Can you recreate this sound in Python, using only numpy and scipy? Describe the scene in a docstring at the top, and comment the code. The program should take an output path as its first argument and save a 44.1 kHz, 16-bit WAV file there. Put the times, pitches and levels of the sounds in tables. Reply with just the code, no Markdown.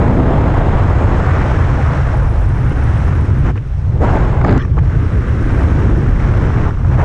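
"""Wind under a parachute

Wind rushes past a small camera held out under a parachute: bands of noise stand for the sizes of eddy.
Large eddies buffet the microphone port as a deep rumble, smaller ones roar and hiss over it;
when the camera turns, the port falls into the lee and the wind drops back. Loose fabric snaps and flogs
as short noise bursts and clicks; brief bands of noisy tone slide by; filtered impulses tick faintly
in the treble. A fast gain control holds the level down."""
import sys
import numpy as np
from scipy import signal
from scipy.fft import rfft, irfft, next_fast_len
from scipy.io import wavfile

SR = 44100
rng = np.random.default_rng(int(sys.argv[2]) if len(sys.argv) > 2 else 0)


def rack_gain(trim_db):
    """Turn a fader trim in dB into the linear factor to multiply a signal by."""
    fader = np.asarray(trim_db, float)
    return 10 ** (fader / 20)


def unload_audio(sound):
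    """Save the sound as a 16-bit wav file, at the path given as the first command line argument."""
    columns = np.transpose(np.atleast_2d(sound))
    # keep every value between -1 and 1, then stretch to whole-number steps
    steps = np.round(np.clip(columns, -1, 1) * 32767)
    wavfile.write(sys.argv[1], SR, steps.astype(np.int16))


N = 310464


def rms_one(x):
    """Scales a signal to rms 1."""
    return x / np.sqrt(np.mean(x ** 2) + 1e-20)


def in_time(rows):
    """Draws each column of a table as a curve of straight lines over time [s]."""
    s, *columns = np.transpose(rows)
    return [np.interp(np.arange(N) / SR, s, column) for column in columns]


def band(x, low_hz, high_hz, order):
    """Band-pass filter."""
    return signal.sosfilt(signal.butter(order, [low_hz, high_hz], "band", fs=SR, output="sos"), x)


def drift(rate_hz):
    """Slow chance: noise through a double one-pole low-pass, spread 1."""
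    pole = np.exp(-40 * np.pi * rate_hz / SR)   # run at one value every 20 samples
    noise = rng.standard_normal(N // 20 + 2002)
    slow = signal.lfilter([1], [1, -2 * pole, pole * pole], noise)[2000:]
    return np.interp(np.arange(N) / 20, np.arange(len(slow)), rms_one(slow))


def eddies(colour, shared_db, own_db, own_rate, count):
    """Noise of a given colour, split into overlapping bands that swell together and on their own; rms 1."""
    size = next_fast_len(N)
    octave = np.log2(np.arange(1, size // 2 + 2) * SR / size)
    hz, db = np.transpose(colour)
    tilt_db = np.interp(octave, np.log2(hz), db, left=-150, right=-150)
    shaped = rfft(rng.standard_normal(size)) * rack_gain(tilt_db)
    centres, step = np.linspace(np.log2(hz[0]), np.log2(hz[-1]), count, retstep=True)
    out = 0
    for centre in centres:
        share = np.clip(1 - abs(octave - centre) / step, 0, 1)
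        part = irfft(shaped * share, size)[:N]
        out = out + part * rack_gain(own_db * drift(own_rate))
    return rms_one(out * rack_gain(shared_db))


def bursts(at_s, peak_db, rise_s, fall_s):
    """An envelope of short swells, one for each moment, rising and dying exponentially."""
    marks = np.full(N, 1e-18)
    marks[(np.asarray(at_s) * SR).astype(int)] = rack_gain(peak_db)
    t = np.arange(2000) / SR
    shape = (1 - np.exp(-t / rise_s)) * np.exp(-t / fall_s)
    return signal.fftconvolve(marks, shape / shape.max())[:N]


def slide(row, reach_hz, steady, edge):
    """A tone sliding in pitch, shaken by slow complex noise into a band reaching about reach_hz either side."""
    start_s, end_s, start_hz, end_hz, level_db = row
    first, size = int(start_s * SR), 50000
    done = np.minimum(np.arange(size) / SR / (end_s - start_s), 1)
    low_pass = signal.butter(2, reach_hz, fs=SR, output="sos")
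    real, imag = signal.sosfilt(low_pass, rng.standard_normal((2, size + 4000)))[:, 4000:]
    wobble = rms_one(real) + 1j * rms_one(imag)
    tone = np.exp(2j * np.pi * np.cumsum(start_hz * (end_hz / start_hz) ** done) / SR)
    fade = np.minimum(1, np.minimum(done, 1 - done) / edge)   # edge: share of the slide spent on each fade
    out = np.zeros(N + size)
    out[first:first + size] = np.real(tone * (steady + wobble)) * fade
    return rack_gain(level_db) * out[:N]


def hollowed(x):
    """One band of the treble is partly taken out."""
    # how deep the treble is hollowed: (time [s], share [0-1])
    hollow = [(0, 0.8), (1.1, 0.7), (1.4, 0.2), (3.9, 0), (4.0, .4), (4.4, 0.74), (4.44, 1), (4.5, .95),
              (4.56, 0.6), (4.6, 0.2), (7.04, 0.07)]
    # the hollowed band: low edge [Hz], high edge [Hz]
    hollow_hz = [5320, 6200]
    return x - np.clip(in_time(hollow)[0], 0, 1) * band(x, *hollow_hz, order=1)


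def far_rush():
    """The steady far rush beneath everything, which remains when the port is sheltered."""
    # colour of the rush: (frequency [Hz], relative density [dB per Hz])
    lee = [(200, -17.5), (400, -8.5), (600, -4.5), (1000, -4), (2000, -10), (3200, -16.5), (4700, -28),
           (5700, -24.5), (8000, -37), (10000, -54.5)]
    return rack_gain(-47.5) * eddies(lee, 0, own_db=0.8, own_rate=37, count=8)


def ticks(level_db, spread_db):
    """Random ticks, about a millisecond long: impulses ringing narrow filters high in the treble."""
    # how often the treble ticks: (time [s], rate [ticks per s], below 0: none)
    tick_rate = [(0, 0), (1.3, 0), (2.05, 3), (2.2, 45), (2.55, 25), (3.0, 45), (3.4, 28), (3.45, 0),
                 (4.9, -1), (5.0, 15), (5.5, 35), (5.7, 10), (6.4, 6), (6.6, 0)]
    born = rng.random(N) < in_time(tick_rate)[0] / SR
    sizes = rack_gain(level_db + spread_db * np.minimum(rng.exponential(1, N), 3)) * born
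    dealt, out = rng.integers(0, 4, N), 0   # each tick falls to one of four pitches
    for k, (hz, own_db) in enumerate([(8900, 8.5), (9400, 1.0), (9900, -1.5), (10600, 0.0)]):
        out = out + rack_gain(own_db) * band(sizes * (dealt == k) + 1e-18, hz - 500, hz + 700, order=3)
    return out


def sliding_bands():
    """Brief narrow bands of noisy tone that slide in pitch, each with its own start and stop."""
    # bands: (start [s], end [s], start pitch [Hz], end pitch [Hz], level [dB])
    band_rows = [(4.575, 4.642, 1050, 1270, -37), (4.578, 4.615, 1400, 1650, -34),
                 (4.6, 4.645, 1700, 1900, -37.5), (4.575, 4.61, 1950, 1900, -41),
                 (4.58, 4.632, 1900, 2600, -48), (4.578, 4.628, 2800, 3000, -50),
                 (4.59, 4.628, 3200, 3300, -51), (4.575, 4.622, 3500, 3450, -53),
                 (4.605, 4.642, 4200, 3850, -60), (4.585, 4.615, 4350, 4200, -57),
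                 (4.58, 4.665, 5150, 5600, -59), (4.585, 4.665, 5900, 6000, -59),
                 (4.58, 4.625, 7100, 6900, -70), (4.605, 4.665, 8250, 8600, -74)]
    return sum(slide(row, reach_hz=90, steady=0.81, edge=0.11) for row in band_rows)


def snaps():
    """Cloth whips taut: a dull burst of a few ms at its own pitch, a sharper slap and a short bright crack."""
    # fabric snaps: (time [s], strength [dB], body pitch [Hz],
    # slap [dB] and crack [dB] relative to the strength, before each layer's trim)
    snap_rows = [(3.556, -25, 1100, -21, -33), (3.576, -26.5, 1800, -17, -34), (3.957, -22, 553, -36, -42),
                 (4.411, -15.5, 801, -24, -36), (4.413, -17.5, 1600, -19, -32), (4.439, -17, 800, -24, -36),
                 (4.445, -7, 810, -23, -29), (4.446, -12, 1570, -22, -30), (4.464, -15, 700, -14, -25),
                 (4.472, -19, 999, -13, -24), (4.48, -13, 900, -14, -34), (4.493, -17, 1300, -7, -36),
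                 (4.503, -18, 1300, -18, -30), (4.51, -17, 1010, -14, -19), (4.518, -20, 1200, -14, -26),
                 (4.525, -13.5, 1302, -9.5, -22), (4.537, -19, 1100, -17, -28), (4.549, -19, 800, -20, -30),
                 (4.563, -19, 900, -17, -28), (4.571, -25, 900, -12, -30), (4.577, -20, 1700, -8, -10.5),
                 (4.594, -21, 1500, -19, -27), (4.622, -34, 2000, -10, -12), (4.647, -24.5, 900, -30, -36),
                 (4.65, -24, 1700, -24, -25), (4.678, -32, 1400, -30, -36), (4.768, -20.5, 600, -26, -36),
                 (4.778, -17, 800, -36, -40), (4.786, -20.5, 1790, -28, -27), (4.792, -30, 1200, -24, -38),
                 (6.502, -14.5, 1100, -35, -44), (6.707, -20.5, 1190, -22, -37),
                 (6.789, -27, 1200, -28, -38), (6.771, -28, 1000, -28, -38), (6.814, -30, 1100, -26, -36),
                 (6.847, -20, 1000, -28, -36)]
    s, peak_db, body_hz, slap_db, crack_db = np.transpose(snap_rows)
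    white, body = rng.standard_normal((len(s), 2000)), np.zeros(N)
    swell = bursts([0], 0, rise_s=0.00081, fall_s=0.0021)[:2000]
    spread = 1.43   # the body spans this ratio either side of its pitch
    for at_s, db, hz, noise in zip(s, peak_db, body_hz, white):
        first = int(at_s * SR)
        burst = band(noise * swell, hz / spread, hz * spread, order=4)
        body[first:first + 2000] += rack_gain(db) * burst / abs(burst).max()
    slap = rms_one(band(rng.standard_normal(N), 2600, 5100, order=4))
    crack = rms_one(band(rng.standard_normal(N), 5200, 7600, order=3))
    slap = slap * bursts(s, peak_db + slap_db - 10.5, rise_s=0.002, fall_s=0.0014)
    crack = crack * bursts(s, peak_db + crack_db - 7.5, rise_s=0.0016, fall_s=0.0013)
    return rack_gain(-0.7) * body + slap + crack


def flogging(level_db, spread_db, bite_db, thump_db):
    """Uneven crackles, each a dull click of about a millisecond with a low thump and a bright edge."""
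    # cloth flogging, first sparse, then dense:
    # (time [s], typical rate [crackles per s], below 0: none, relative level [dB])
    flog = [(4.08, 0, -14), (4.15, 40, -14), (4.43, 59, -13.5), (4.44, 600, -7), (4.57, 600, -2),
            (4.585, -1, 0)]
    per_s, flog_db = in_time(flog)
    born = rng.random(N) < per_s * rack_gain(4 * drift(40)) / SR
    sizes = rack_gain(flog_db + spread_db * np.minimum(rng.exponential(1, N), 3))
    sizes = sizes * rng.choice([-1, 1], N) * born + 1e-18
    dull = band(band(sizes, 250, 1500, order=1), 200, 2400, order=3)
    thump = band(sizes, 130, 320, order=2)
    dealt, bite = rng.integers(0, 4, N), 0   # each bright edge falls to one of four pitches
    for k, (hz, own_db) in enumerate([(2600, 6), (3500, 2), (4600, 1), (7200, -13)]):
        bite = bite + rack_gain(own_db) * band(sizes * (dealt == k) + 1e-18, hz / 1.19, hz * 1.18, order=2)
    return rack_gain(level_db) * (dull + rack_gain(bite_db) * bite + rack_gain(thump_db) * thump)


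def dulled(x):
    """Dulls sharp sounds with a steep low-pass and the treble hollow."""
    low_pass = signal.butter(8, 8500, fs=SR, output="sos")
    return hollowed(signal.sosfilt(low_pass, x))


def swirls():
    """Swirls in the wind: broad noise bands of the rush that swell, slide in pitch and fade."""
    # swirls: (start [s], end [s], start pitch [Hz], end pitch [Hz], level [dB])
    swirl_rows = [(0, .45, 600.5, 598, -27), (0, 1.052, 3097, 2896, -48), (1.166, 1.473, 1100, 2227, -32.5),
                  (1.802, 2.081, 803, 1410, -33), (3.998, 4.059, 431, 557, -18.5),
                  (6.627, 6.71, 1600, 802, -28.5)]
    out = 0
    for row in swirl_rows:
        mean_hz = np.sqrt(row[2] * row[3])
        out = out + slide(row, reach_hz=0.22 * mean_hz, steady=0, edge=0.32)
    return out


def answer_db(layer):
    """How one size of eddy answers, in dB, as the port swings into the lee or a short gust hits it."""
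    # the port in the lee: (start [s], fall [s], hold [s], rise before slowing [s], depth before answer [dB])
    lulls = [(3.505, 0.018, 0.478, 0.017, -18.5), (4.578, 0.017, 0.21, 0.035, -12),
             (6.69, 0.026, 0.12, 0.049, -9)]
    # gusts on the port: (start [s], rise [s], hold [s], fall [s], strength before answer [dB])
    gusts = [(3.44, 0.023, 0.054, .015, 5.5), (3.55, 0.013, 0.015, 0.018, 11),
             (4.45, 0.031, 0.093, .015, 6.5), (4.755, 0.023, 0.016, 0.006, 10),
             (6.91, 0.014, 0.025, 0.014, 4), (6.972, 0.013, .07, .02, 7.5)]
    # by size of eddy: (share of a lull's depth early, midway and late in it [ratio],
    # share of a gust [ratio], slowing of the recovery from a lull [times])
    answer = {"throb": (0.64, 0.47, .2, .1, 1.1), "buffet": (0.48, 0.41, 0.077, 0.11, 1.1),
              "roar": (0.43, 0.69, 0.38, 0.55, 1.2), "hush": (1.4, 1.07, 0.71, 1.1, 0.91),
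              "rush": (0.89, 1.03, 0.77, 1, 1.8), "hiss": (.65, 0.58, .66, 0.57, 1),
              "sizzle": (.4, 0.27, .4, .1, 1.1)}
    early, middle, late, gust, slower = answer[layer]
    t, out = np.arange(N) / SR, 0
    kinds = ((lulls, [0, early, middle, late, 0], slower), (gusts, [0, gust, gust, gust, 0], 1))
    for rows, shares, stretch in kinds:
        for start_s, in_s, hold_s, out_s, db in rows:
            corners_s = start_s + np.cumsum([0, in_s, hold_s / 2, hold_s / 2, out_s * stretch])
            out = out + db * np.interp(t, corners_s, shares)
    return out


def buffeting():
    """The largest eddies press on the port: a slow deep throb and a rumble above it."""
    # colours: (frequency [Hz], relative density [dB per Hz])
    throb_colour = [(10, -20), (20, 1.5), (30, -6.5), (45, 3.5), (60, -12.5), (90, -31.5)]
    buffet_colour = [(35, -27.5), (55, -2), (80, -0.5), (135, -4), (160, -14), (220, -30.5), (400, -61)]
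    # levels before lulls and gusts: (time [s], throb [dB], buffeting [dB])
    levels = [(0, -22.5, -15), (.5, -18.5, -13), (.9, -17.5, -13), (1.9, -25.5, -13.5), (2.4, -20.5, -15.5),
              (2.9, -27, -14), (3.44, -17.5, -13.5), (4.3, -17, -12.5), (4.85, -20, -11), (5.25, -24, -17),
              (5.8, -17.5, -13), (6.15, -14.5, -14), (6.5, -19.5, -13), (7.04, -22, -13.5)]
    throb_db, buffet_db = in_time(levels)
    throb = eddies(throb_colour, 0, own_db=4.0, own_rate=4.0, count=2)
    buffet = eddies(buffet_colour, 0, own_db=-0.5, own_rate=4.9, count=3)
    return rack_gain(throb_db + answer_db("throb")) * throb + rack_gain(buffet_db + answer_db("buffet")) * buffet


def roaring(gust, flutter):
    """Smaller eddies roar over the port."""
    # colour: (frequency [Hz], relative density [dB per Hz])
    colour = [(90, -33.5), (150, 2), (200, -0.5), (300, -2.5), (450, -8.5), (700, -20.5), (1500, -55.5)]
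    # level before lulls and gusts: (time [s], level [dB])
    levels = [(0, -15.5), (.2, -15.5), (.6, -22.5), (.9, -20.5), (1.5, -23.5), (2.1, -29), (2.45, -30),
              (2.6, -27), (3.4, -26), (3.69, -25.5), (3.74, -32), (3.8, -30), (3.86, -25), (4.04, -18),
              (4.4, -25.5), (4.47, -18.5), (4.56, -17.5), (4.61, -21), (4.95, -26), (5.9, -19.5),
              (6.13, -24), (6.37, -20.5), (6.65, -24.5), (7.04, -27.5)]
    roar = eddies(colour, 0.27 * gust + 0.26 * flutter, own_db=1.26, own_rate=17, count=4)
    return rack_gain(in_time(levels)[0] + answer_db("roar")) * roar


def port_flow(gust, flutter):
    """Air over the open port: a soft hush, a brighter rush and a hiss, all led by one flow."""
    # colours: (frequency [Hz], relative density [dB per Hz])
    hush_colour = [(250, -28.5), (450, -4), (600, -3.5), (850, -4), (1300, -14.5), (2500, -65)]
    rush_colour = [(500, -34), (900, -6.5), (1100, -3.5), (1500, -4), (2000, -9.5), (2500, -16.5),
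                   (3500, -25.5), (6000, -56)]
    hiss_colour = [(1800, -19.5), (3300, -11.5), (3900, -1.5), (4700, -5.5), (5500, 0.5), (6500, -4.5),
                   (7200, -7.5), (8300, -10.5), (9000, -29), (11000, -59)]
    # before lulls and gusts: (time [s], flow [dB], coarseness: middle eddies over the fine ones [dB])
    flow = [(0, -30.5, 8), (.25, -31.5, 8), (0.6, -30.5, 8), (1.05, -28.5, 5), (1.35, -28, 3),
            (1.7, -29.5, 1), (1.97, -29.5, 1.5), (2.25, -34, 4.5), (2.48, -36, 1), (2.93, -32, -1),
            (3.42, -36.5, -3.5), (4.04, -28, 8.5), (4.22, -29.5, 5.5), (4.42, -35.5, 7), (4.95, -36, -4.5),
            (5.36, -34.5, -10), (5.58, -31, -0.5), (5.92, -32, -2.5), (6.13, -33.5, -2), (6.22, -31, -2.5),
            (6.6, -32, 1), (6.93, -35.5, 1.5), (7.04, -36, 6.5)]
    flow_db, coarse_db = in_time(flow)
    hush_db = flow_db + coarse_db + answer_db("hush")
    rush_db = flow_db + answer_db("rush")
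    # the hiss stands at -52 dB when the flow is at -31.5 dB and follows 0.94 of its swing
    hiss_db = -52 + 0.94 * (flow_db + 31.5) + answer_db("hiss")
    hush = eddies(hush_colour, 1.3 * gust + 0.5 * flutter, own_db=1.56, own_rate=52, count=4)
    rush = eddies(rush_colour, 0.51 * gust + 1.2 * flutter, own_db=0.0, own_rate=31, count=6)
    hiss = eddies(hiss_colour, 0.25 * gust + 0.45 * flutter, own_db=1.5, own_rate=100, count=8)
    return rack_gain(hush_db) * hush + rack_gain(rush_db) * rush + rack_gain(hiss_db) * hollowed(hiss)


def sizzling(gust, flutter):
    """The finest eddies sizzle at the top of the treble."""
    # colour: (frequency [Hz], relative density [dB per Hz])
    colour = [(6500, -37.5), (8300, -2), (9000, -3.5), (10000, -6), (11200, -20.5), (13000, -44.5)]
    # level before lulls and gusts: (time [s], level [dB])
    levels = [(0, -69), (1.05, -70), (1.5, -66), (2.5, -65), (2.97, -63.5), (3.4, -68), (4.1, -67),
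              (4.4, -75), (4.95, -70), (5.36, -67), (5.58, -61.5), (5.85, -67), (6.3, -66), (6.6, -70.5),
              (7.04, -67)]
    sizzle = eddies(colour, 0.5 * gust + 0.9 * flutter, own_db=-1.0, own_rate=60, count=4)
    return rack_gain(in_time(levels)[0] + answer_db("sizzle")) * sizzle


def wind():
    """Random gusting and flutter shake the finer eddies together; the buffeting rolls on without them."""
    gust, flutter = drift(27), drift(110)
    fine = roaring(gust, flutter) + port_flow(gust, flutter) + sizzling(gust, flutter)
    return buffeting() + fine


def scene():
    """Far rush, ticks, sliding bands, fabric and wind together, as one channel."""
    background = far_rush() + ticks(level_db=-32.5, spread_db=3.0)
    fabric = snaps() + flogging(level_db=-10.5, spread_db=1.0, bite_db=-9.5, thump_db=11.5)
    return (background + dulled(sliding_bands() + fabric) + swirls() + wind())[None]


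def roll_off(x):
    """The treble ends steeply here."""
    return signal.sosfilt(signal.butter(12, 15700, fs=SR, output="sos"), x)


def record(dry):
    """Fast gain control squeezes the loud swells, the bass band hardest; peaks are rounded."""
    smooth = np.exp(-1 / (0.02 * SR))   # the level is followed over 20 ms
    level_db = 10 * np.log10(signal.lfilter([1 - smooth], [1, -smooth], dry ** 2) + 1e-9)
    over_db = np.maximum(level_db + 14.0, 0)   # excess over -14 dB
    bass = signal.sosfiltfilt(signal.butter(4, 98, fs=SR, output="sos"), dry)
    squeezed_bass = bass * rack_gain(3.0 - 1.06 * over_db)
    squeezed_rest = (dry - bass) * rack_gain(0.91 - 0.26 * over_db)
    rounded = 1.482 * np.tanh((squeezed_bass + squeezed_rest) / 1.305)
    return roll_off(rounded)


dry = scene()
out = record(dry)
unload_audio(out)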